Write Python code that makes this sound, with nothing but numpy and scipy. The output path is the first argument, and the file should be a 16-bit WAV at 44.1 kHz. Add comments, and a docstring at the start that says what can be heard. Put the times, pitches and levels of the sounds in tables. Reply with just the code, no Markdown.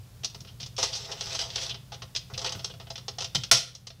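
"""A small room: hands turn and slide small stiff cards on a wooden table.
Edges tick and scrape as bursts of micro-impacts that drive the papery card and the ringing tabletop.
Sliding cards hiss, rasp and squeak, flat slaps knock hollow, and hands thump softly on the wood.
Near the end one card snaps down hard; a limiter catches it and slow gain control ducks what follows.
A low electrical hum lies under it all."""
import sys
import numpy as np
from scipy import signal
from scipy.fft import rfft, irfft
from scipy.io import wavfile
from scipy.ndimage import uniform_filter1d

SR = 44100
rng = np.random.default_rng(int(sys.argv[2]) if len(sys.argv) > 2 else 0)


def output_pcm(signal):
    """Save a mono or channel-first signal as 16-bit PCM at the path in sys.argv[1].

    Samples are clipped to [-1, 1] before scaling.
    """
    pcm = np.clip(np.atleast_2d(signal).T, -1, 1) * 32767
    wavfile.write(sys.argv[1], SR, np.round(pcm).astype(np.int16))


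N = 176400

# card response: (frequency [Hz], relative level [dB])
CARD_SPECTRUM = [(900, -26), (1500, -16), (2240, -13.5), (2600, -5.5), (3380, 0.5), (3950, -1.5),
                 (4600, -1), (5340, 1.5), (6130, -2), (7200, -16.5), (8100, -19), (9200, -26.5),
                 (12000, -36), (15500, -48)]
# tabletop response: (frequency [Hz], relative level [dB])
WOOD_SPECTRUM = [(120, -7), (290, -17), (410, 1), (465, -3), (522, 8.5), (595, -13.5), (662, 5.5),
                 (740, -3.5), (840, 1.5), (1000, -6.5), (1330, -2), (1620, -13), (1900, -7), (2600, -20),
                 (5000, -43)]
ATTACK_S = 0.00064


def amp(db):
    """Decibels to gain."""
    return 10 ** (np.asarray(db) / 20)


def unit(x):
    """Scale to unit rms."""
    return x / np.sqrt(np.mean(x ** 2) + 1e-20)


def log_interp(points, hz):
    """Table lookup on a log-frequency axis."""
    f, value = np.transpose(points)
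    return np.interp(np.log(hz + 1), np.log(f + 1), value)


def add(mix, start_s, sound):
    """Mix a sound in, in place."""
    part = mix[round(start_s * SR):][:len(sound)]
    part += sound[:len(part)]


def body(spectrum, tilt_db_per_oct=0, pivot_hz=4500):
    """Minimum-phase impulse response of unit energy, tilted around the pivot."""
    hz = np.fft.rfftfreq(4096, 1 / SR)
    octaves = np.clip(np.log2((hz + 1) / pivot_hz), -.7, .6)
    db = log_interp(spectrum, hz) + tilt_db_per_oct * octaves
    mirrored_db = np.r_[db, db[-2:0:-1]]
    phase = -signal.hilbert(np.log(amp(mirrored_db))).imag[:len(hz)]
    response = irfft(amp(db) * np.exp(1j * phase))
    return response / np.linalg.norm(response)


def background(noise_db=-49.5, hum_hz=122.3, hum_db=-52.5):
    """Low rumble, faint hiss and steady electrical hum."""
    # room noise: (frequency [Hz], relative level [dB])
    noise_spectrum = [(20, -20), (40, -13.5), (56, 1), (72, -5.5), (95, 3.5), (125, 1.5), (165, -5),
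                      (210, -12.5), (280, -20), (500, -22), (1000, -26.5), (2000, -30.5), (5000, -28.5),
                      (8000, -33.5), (15500, -35.5)]
    gain = amp(log_interp(noise_spectrum, np.fft.rfftfreq(N, 1 / SR)))
    noise = irfft(rfft(rng.standard_normal(N)) * gain, N)
    hum = np.sin(2 * np.pi * hum_hz * np.arange(N) / SR)
    return amp(noise_db) * unit(noise) + amp(hum_db) * unit(hum)


def room(x, wet_db=-6.5, early_db=6.5, early_s=0.021, build_s=0.0068, size=22050):
    """Dense reflections, strong early from nearby surfaces; each band decays at its own rate."""
    # reverberation: (frequency [Hz], T60 [s])
    decay_times = [(150, 0.61), (600, 0.26), (3500, 0.33), (6000, 0.25), (10000, 0.28), (16000, 0.26)]
    reflections = rng.standard_normal(size) * (rng.random(size) < .15)
    hz, t, bands = signal.stft(reflections, SR, nperseg=256)
    level_db = early_db * np.exp(-(t / early_s) ** 2) - 60 * t / log_interp(decay_times, hz)[:, None]
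    tail = signal.istft(bands * amp(level_db), SR, nperseg=256)[1]
    tail *= np.clip(np.arange(len(tail)) / SR / build_s, 0, 1) ** 2
    return amp(wet_db) * signal.fftconvolve(x, tail / np.linalg.norm(tail))[:N]


def thumps(rise_s=0.0064, decay_s=0.03, size=12000):
    """Fingers and the heel of the hand press down; the table booms briefly."""
    # hand pushes: (time [s], level [dB])
    pushes = [(0.23, -50), (0.345, -46), (.405, -46.5), (.597, -47.5), (1.69, -47.5), (2.324, -41),
              (2.55, -39.5), (3.346, -34), (3.515, -22.5)]
    # table boom: (frequency [Hz], relative level [dB])
    boom_spectrum = [(30, -26), (60, -15), (90, -2), (125, 6.5), (185, -5), (260, -17), (1000, -40)]
    out, t, table = np.zeros(N), np.arange(size) / SR, body(boom_spectrum)
    envelope = (1 - np.exp(-t / rise_s)) * np.exp(-t / decay_s)
    for start_s, db in pushes:
        boom = signal.fftconvolve(rng.standard_normal(size) * envelope, table)
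        add(out, start_s, amp(db) * boom * np.sqrt(decay_s * SR / np.sum(boom ** 2)))
    return out


def squeaks(length_s=0.03, filter_width_hz=770):
    """Stick-slip: short swells of friction in one narrow resonance."""
    # card slips: (time [s], pitch [Hz], level [dB])
    slips = [(0.926, 4800, -33), (0.476, 2980, -52), (1.698, 3180, -34), (2.334, 2720, -45),
             (2.468, 2680, -38.5), (2.696, 3220, -47), (3.345, 3250, -30)]
    out, swell = np.zeros(N), np.hanning(int(length_s * SR))
    for start_s, hz, db in slips:
        resonance = signal.iirpeak(hz, hz / filter_width_hz, SR)
        friction = signal.filtfilt(*resonance, rng.standard_normal(SR))[SR // 2:][:len(swell)]
        add(out, start_s, amp(db) * swell * unit(friction))
    return out


def grit(unevenness, size):
    """Micro-impacts of uneven strength."""
    impacts, strength = rng.standard_normal((2, size))
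    return unit(impacts * np.exp(unevenness * unit(uniform_filter1d(strength, size=12))))


def shifting_grip(x, depth_db=2):
    """Resonances come and go at random as the card turns and the grip changes."""
    bands = signal.stft(x, nperseg=512)[2]
    patches = uniform_filter1d(rng.standard_normal(bands.shape), size=5, axis=0)
    patches = uniform_filter1d(patches, size=12, axis=1)
    return unit(signal.istft(bands * amp(depth_db * unit(patches)), nperseg=512)[1][:N])


def slides(flutter_db=2, catches_per_s=60, unevenness=0.13):
    """Friction drives card and tabletop; the face rasps, the edge catches on the grain and rings."""
    # one breakpoint list per stroke: (time [s], hiss level [dB], tabletop level [dB])
    strokes = [
        [(.78, -31.5, -39), (.86, -33.5, -53.5), (.96, -43.5, -51), (1.06, -40.5, -52.5), (1.095, -45, -44),
         (1.19, -45, -52), (1.23, -37, -50.5), (1.29, -38.5, -48), (1.34, -31.5, -47.5), (1.38, -38.5, -72),
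         (1.415, -28, -41.5), (1.48, -48, -54.5), (1.54, -41, -51.5), (1.63, -31.5, -45.5),
         (1.715, -46.5, -53.5), (1.78, -73, -60.5)],
        [(2.3, -55, -50.5), (2.38, -57, -59), (2.465, -34.5, -44), (2.505, -49, -47), (2.61, -50, -58.5),
         (2.72, -55, -59)],
    ]
    edge_hz, edge_width_hz, face_hz, face_width_hz = 7580, 430, 1790, 1250
    hiss_trim_db, catch_re_hiss_db, rasp_re_hiss_db = -3, -10, -15.5
    edge = signal.iirpeak(edge_hz, edge_hz / edge_width_hz, SR)
    face = signal.iirpeak(face_hz, face_hz / face_width_hz, SR)
    out, t = np.zeros(N), np.arange(N) / SR
    for stroke in strokes:
        times_s, hiss_db, wood_db = np.transpose(stroke)
        moving = (t > times_s[0]) * (t < times_s[-1])
        hiss_gain = amp(np.interp(t, times_s, hiss_db) + hiss_trim_db) * moving
        wood_gain = amp(np.interp(t, times_s, wood_db)) * moving
        flutter = amp(flutter_db * unit(uniform_filter1d(rng.standard_normal(N), size=400)))
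        friction = shifting_grip(grit(unevenness, N) * flutter)
        bursts = np.convolve(rng.random(N) < catches_per_s / SR, np.hanning(SR // 200), "same")
        catches = amp(catch_re_hiss_db) * unit(bursts * rng.standard_normal(N))
        rasp = amp(rasp_re_hiss_db) * unit(signal.filtfilt(*face, grit(unevenness, N) * flutter))
        out += rasp * hiss_gain
        out += signal.fftconvolve(friction * hiss_gain, body(CARD_SPECTRUM))[:N]
        out += signal.fftconvolve(catches * hiss_gain, body(CARD_SPECTRUM, tilt_db_per_oct=4.5))[:N]
        out += signal.lfilter(*edge, (friction + catches) * hiss_gain)
        out += signal.fftconvolve(friction * wood_gain, body(WOOD_SPECTRUM))[:N]
    return out


def contact(length_s, response, attack_s=ATTACK_S, size=6000):
    """Burst of micro-impacts through a body; about unit rms over the first 10 ms."""
    t = np.arange(size) / SR
    release = np.exp(-(t / length_s) ** 1.34)  # exponent > 1: brief hold before the decay
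    envelope = (1 - np.exp(-t / attack_s)) * release
    burst = signal.fftconvolve(grit(unevenness=0.26, size=size) * envelope, response)
    energy = np.sum(envelope ** 2) / np.mean(envelope[:SR // 100] ** 2)
    return burst * np.sqrt(energy / np.sum(burst ** 2))


def taps(rows, attack_s=ATTACK_S, card_trim_db=0.5, wood_trim_db=-1.5):
    """Each touch excites the dead, papery card and the ringing tabletop."""
    out, wood = np.zeros(N), body(WOOD_SPECTRUM)
    for start_s, card_db, wood_db, tilt_db_per_oct, length_s in rows:
        card = body(CARD_SPECTRUM, tilt_db_per_oct)
        add(out, start_s, amp(card_db + card_trim_db) * contact(length_s, card, attack_s))
        add(out, start_s, amp(wood_db + wood_trim_db) * contact(length_s, wood, attack_s))
    return out


def ticks(length_s=0.0091, fingertip_db_per_oct=-10.5):
    """Card edges tick down crisply; fingertips land dully on the card."""
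    # edge landings: (time [s], card level [dB], tabletop level [dB], tilt [dB/oct])
    edges = [(0.234, -40, -49, -5), (0.245, -27, -44.5, 6), (0.346, -43, -47.5, 0.5), (0.404, -46, -61, 5),
             (0.629, -38, -55, -2.5), (0.661, -42, -53, 5), (0.765, -40, -72, 5), (1.208, -31, -42.5, 1),
             (1.39, -29.5, -40, -1), (1.502, -38.5, -71, -5), (1.557, -27.5, -40.5, -0.5),
             (1.743, -40.5, -49, -8.5), (2.15, -33.5, -46.5, -1), (2.377, -32.5, -39.5, 6),
             (2.391, -37, -59, 2), (2.415, -37.5, -43.5, 4), (2.492, -34.5, -51, 0),
             (2.521, -33.5, -43, 2.5), (2.593, -43, -44, -5), (2.644, -29.5, -41, 5.5),
             (2.956, -38, -52, -6), (2.979, -40.5, -49, 0), (3.205, -32.5, -39.5, -1.5),
             (3.221, -34, -40, 3), (3.244, -32, -44.5, -0.5), (3.348, -26.5, -33.5, 8),
             (3.435, -32, -48, -0.5), (3.75, -37, -52, 7.5), (3.869, -35, -46, 4)]
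    # fingertip landings: (time [s], level [dB])
    fingertips = [(0.447, -53.5), (2.548, -44.5), (2.699, -49), (2.738, -51), (2.869, -51)]
    dull = [(start_s, db, db, fingertip_db_per_oct) for start_s, db in fingertips]
    return taps([(*row, length_s) for row in [*edges, *dull]])


def scrapes():
    """Edges catch and drag briefly: contacts with a slower attack."""
    # edge drags: (time [s], card level [dB], tabletop level [dB], tilt [dB/oct], length [s])
    drags = [(0.47, -52, -58.5, -6, 0.031), (0.599, -41, -54, -0.5, 0.029),
             (0.927, -35.5, -51.5, 0.5, 0.021), (0.95, -35, -52, 7.5, 0.032), (1.115, -34, -77, 1, 0.015),
             (1.347, -32, -38, 3, 0.016), (1.578, -36, -45.5, -14, 0.013),
             (1.693, -34.5, -67, -3.5, 0.0089), (1.941, -46, -51, -1, 0.0092),
             (2.019, -41, -42.5, -4, 0.012), (2.16, -27.5, -50, -1, 0.011), (2.336, -40.5, -62, -4, 0.011),
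             (2.461, -30.5, -41.5, -2, 0.012), (2.798, -47, -46.5, -7.5, 0.02),
             (2.902, -40, -47, 1, 0.0071), (3.354, -24.5, -36, -1.5, 0.006),
             (3.902, -41, -46.5, -3, 0.0061)]
    return taps(drags, attack_s=0.0017)


def knocks(rise_s=0.0026, t60_s=0.04, size=6000):
    """A card slapped flat: a contact plus a hollow ring, pitched by how the card lies."""
    # flat slaps: (time [s], card level [dB], tabletop level [dB], tilt [dB/oct], length [s],
    # ring pitch [Hz], ring level [dB])
    slaps = [(0.784, -32.5, -34, 5, 0.015, 770, -34.5), (0.828, -23, -29.5, 5.5, 0.016, 833, -37),
             (1.919, -43, -44, -4, 0.027, 838, -38), (2.445, -30, -34.5, -1.5, 0.012, 876, -29.5),
             (2.904, -39.5, -42, 1.5, 0.01, 654, -40.5), (3.081, -33, -39, 2, 0.01, 810, -38),
             (3.184, -34, -42, 2.5, 0.01, 727, -35)]
    out, t = taps([row[:5] for row in slaps]), np.arange(size) / SR
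    for start_s, *_, hz, db in slaps:
        envelope = amp(db - 60 * t / t60_s) * (1 - np.exp(-t / rise_s))
        add(out, start_s, 2 * envelope * np.sin(2 * np.pi * hz * t))
    return out


def snap(boost_db=7.5, crack_trim_db=-11.5, crack_s=0.011):
    """One hard blow: card and tabletop, plus a hollow clap and a treble crack."""
    # rapid contacts: (time [s], card level [dB], tabletop level [dB], tilt [dB/oct], length [s])
    hits = [(3.5126, -12, -25.5, 6.5, 0.01), (3.515, -9, -21, 11, 0.0084),
            (3.531, -16.5, -32.5, 4.5, 0.039)]
    # clap and crack: (frequency [Hz], relative level [dB])
    crack_spectrum = [(1000, -15), (1370, 4.5), (1620, -7), (1950, 0.5), (2900, -3.5), (7500, -5),
                      (10500, -11), (15500, -21)]
    out = taps(hits)
    add(out, hits[0][0], amp(crack_trim_db) * contact(crack_s, body(crack_spectrum)))
    return amp(boost_db) * out


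def duck(x, threshold_db, ratio, recovery_db_per_s, lookahead_s):
    """Gain falls just ahead of a loud sound and recovers at a steady rate."""
    t = np.arange(N) / SR
    power_db = 10 * np.log10(abs(uniform_filter1d(x ** 2, size=440)) + 1e-12)
    ramp_db = recovery_db_per_s * t
    held_db = np.maximum.accumulate(power_db + ramp_db) - ramp_db
    over_db = uniform_filter1d(np.maximum(held_db - threshold_db, 0), size=400)
    return x / amp(np.interp(t + lookahead_s, t, over_db) * (1 - 1 / ratio))


def scene():
    """Cards with room reflections, over thumps and background; mono."""
    cards = ticks() + scrapes() + knocks() + snap() + slides() + squeaks()
    return (cards + room(cards) + thumps() + background())[None]


def record(dry):
    """Fast limiter, slow gain control, clipping at full scale, low-pass."""
    limited = duck(dry[0], threshold_db=-21, ratio=1.49, recovery_db_per_s=119, lookahead_s=0.0026)
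    levelled = duck(limited, threshold_db=-20, ratio=1.65, recovery_db_per_s=1, lookahead_s=0.009)
    cutoff_hz = 15750
    lowpass = signal.firwin(511, cutoff_hz, window=("kaiser", 9), fs=SR)
    return signal.oaconvolve(np.clip(levelled, -1, 1), lowpass, "same")[None]


dry = scene()
out = record(dry)
output_pcm(out)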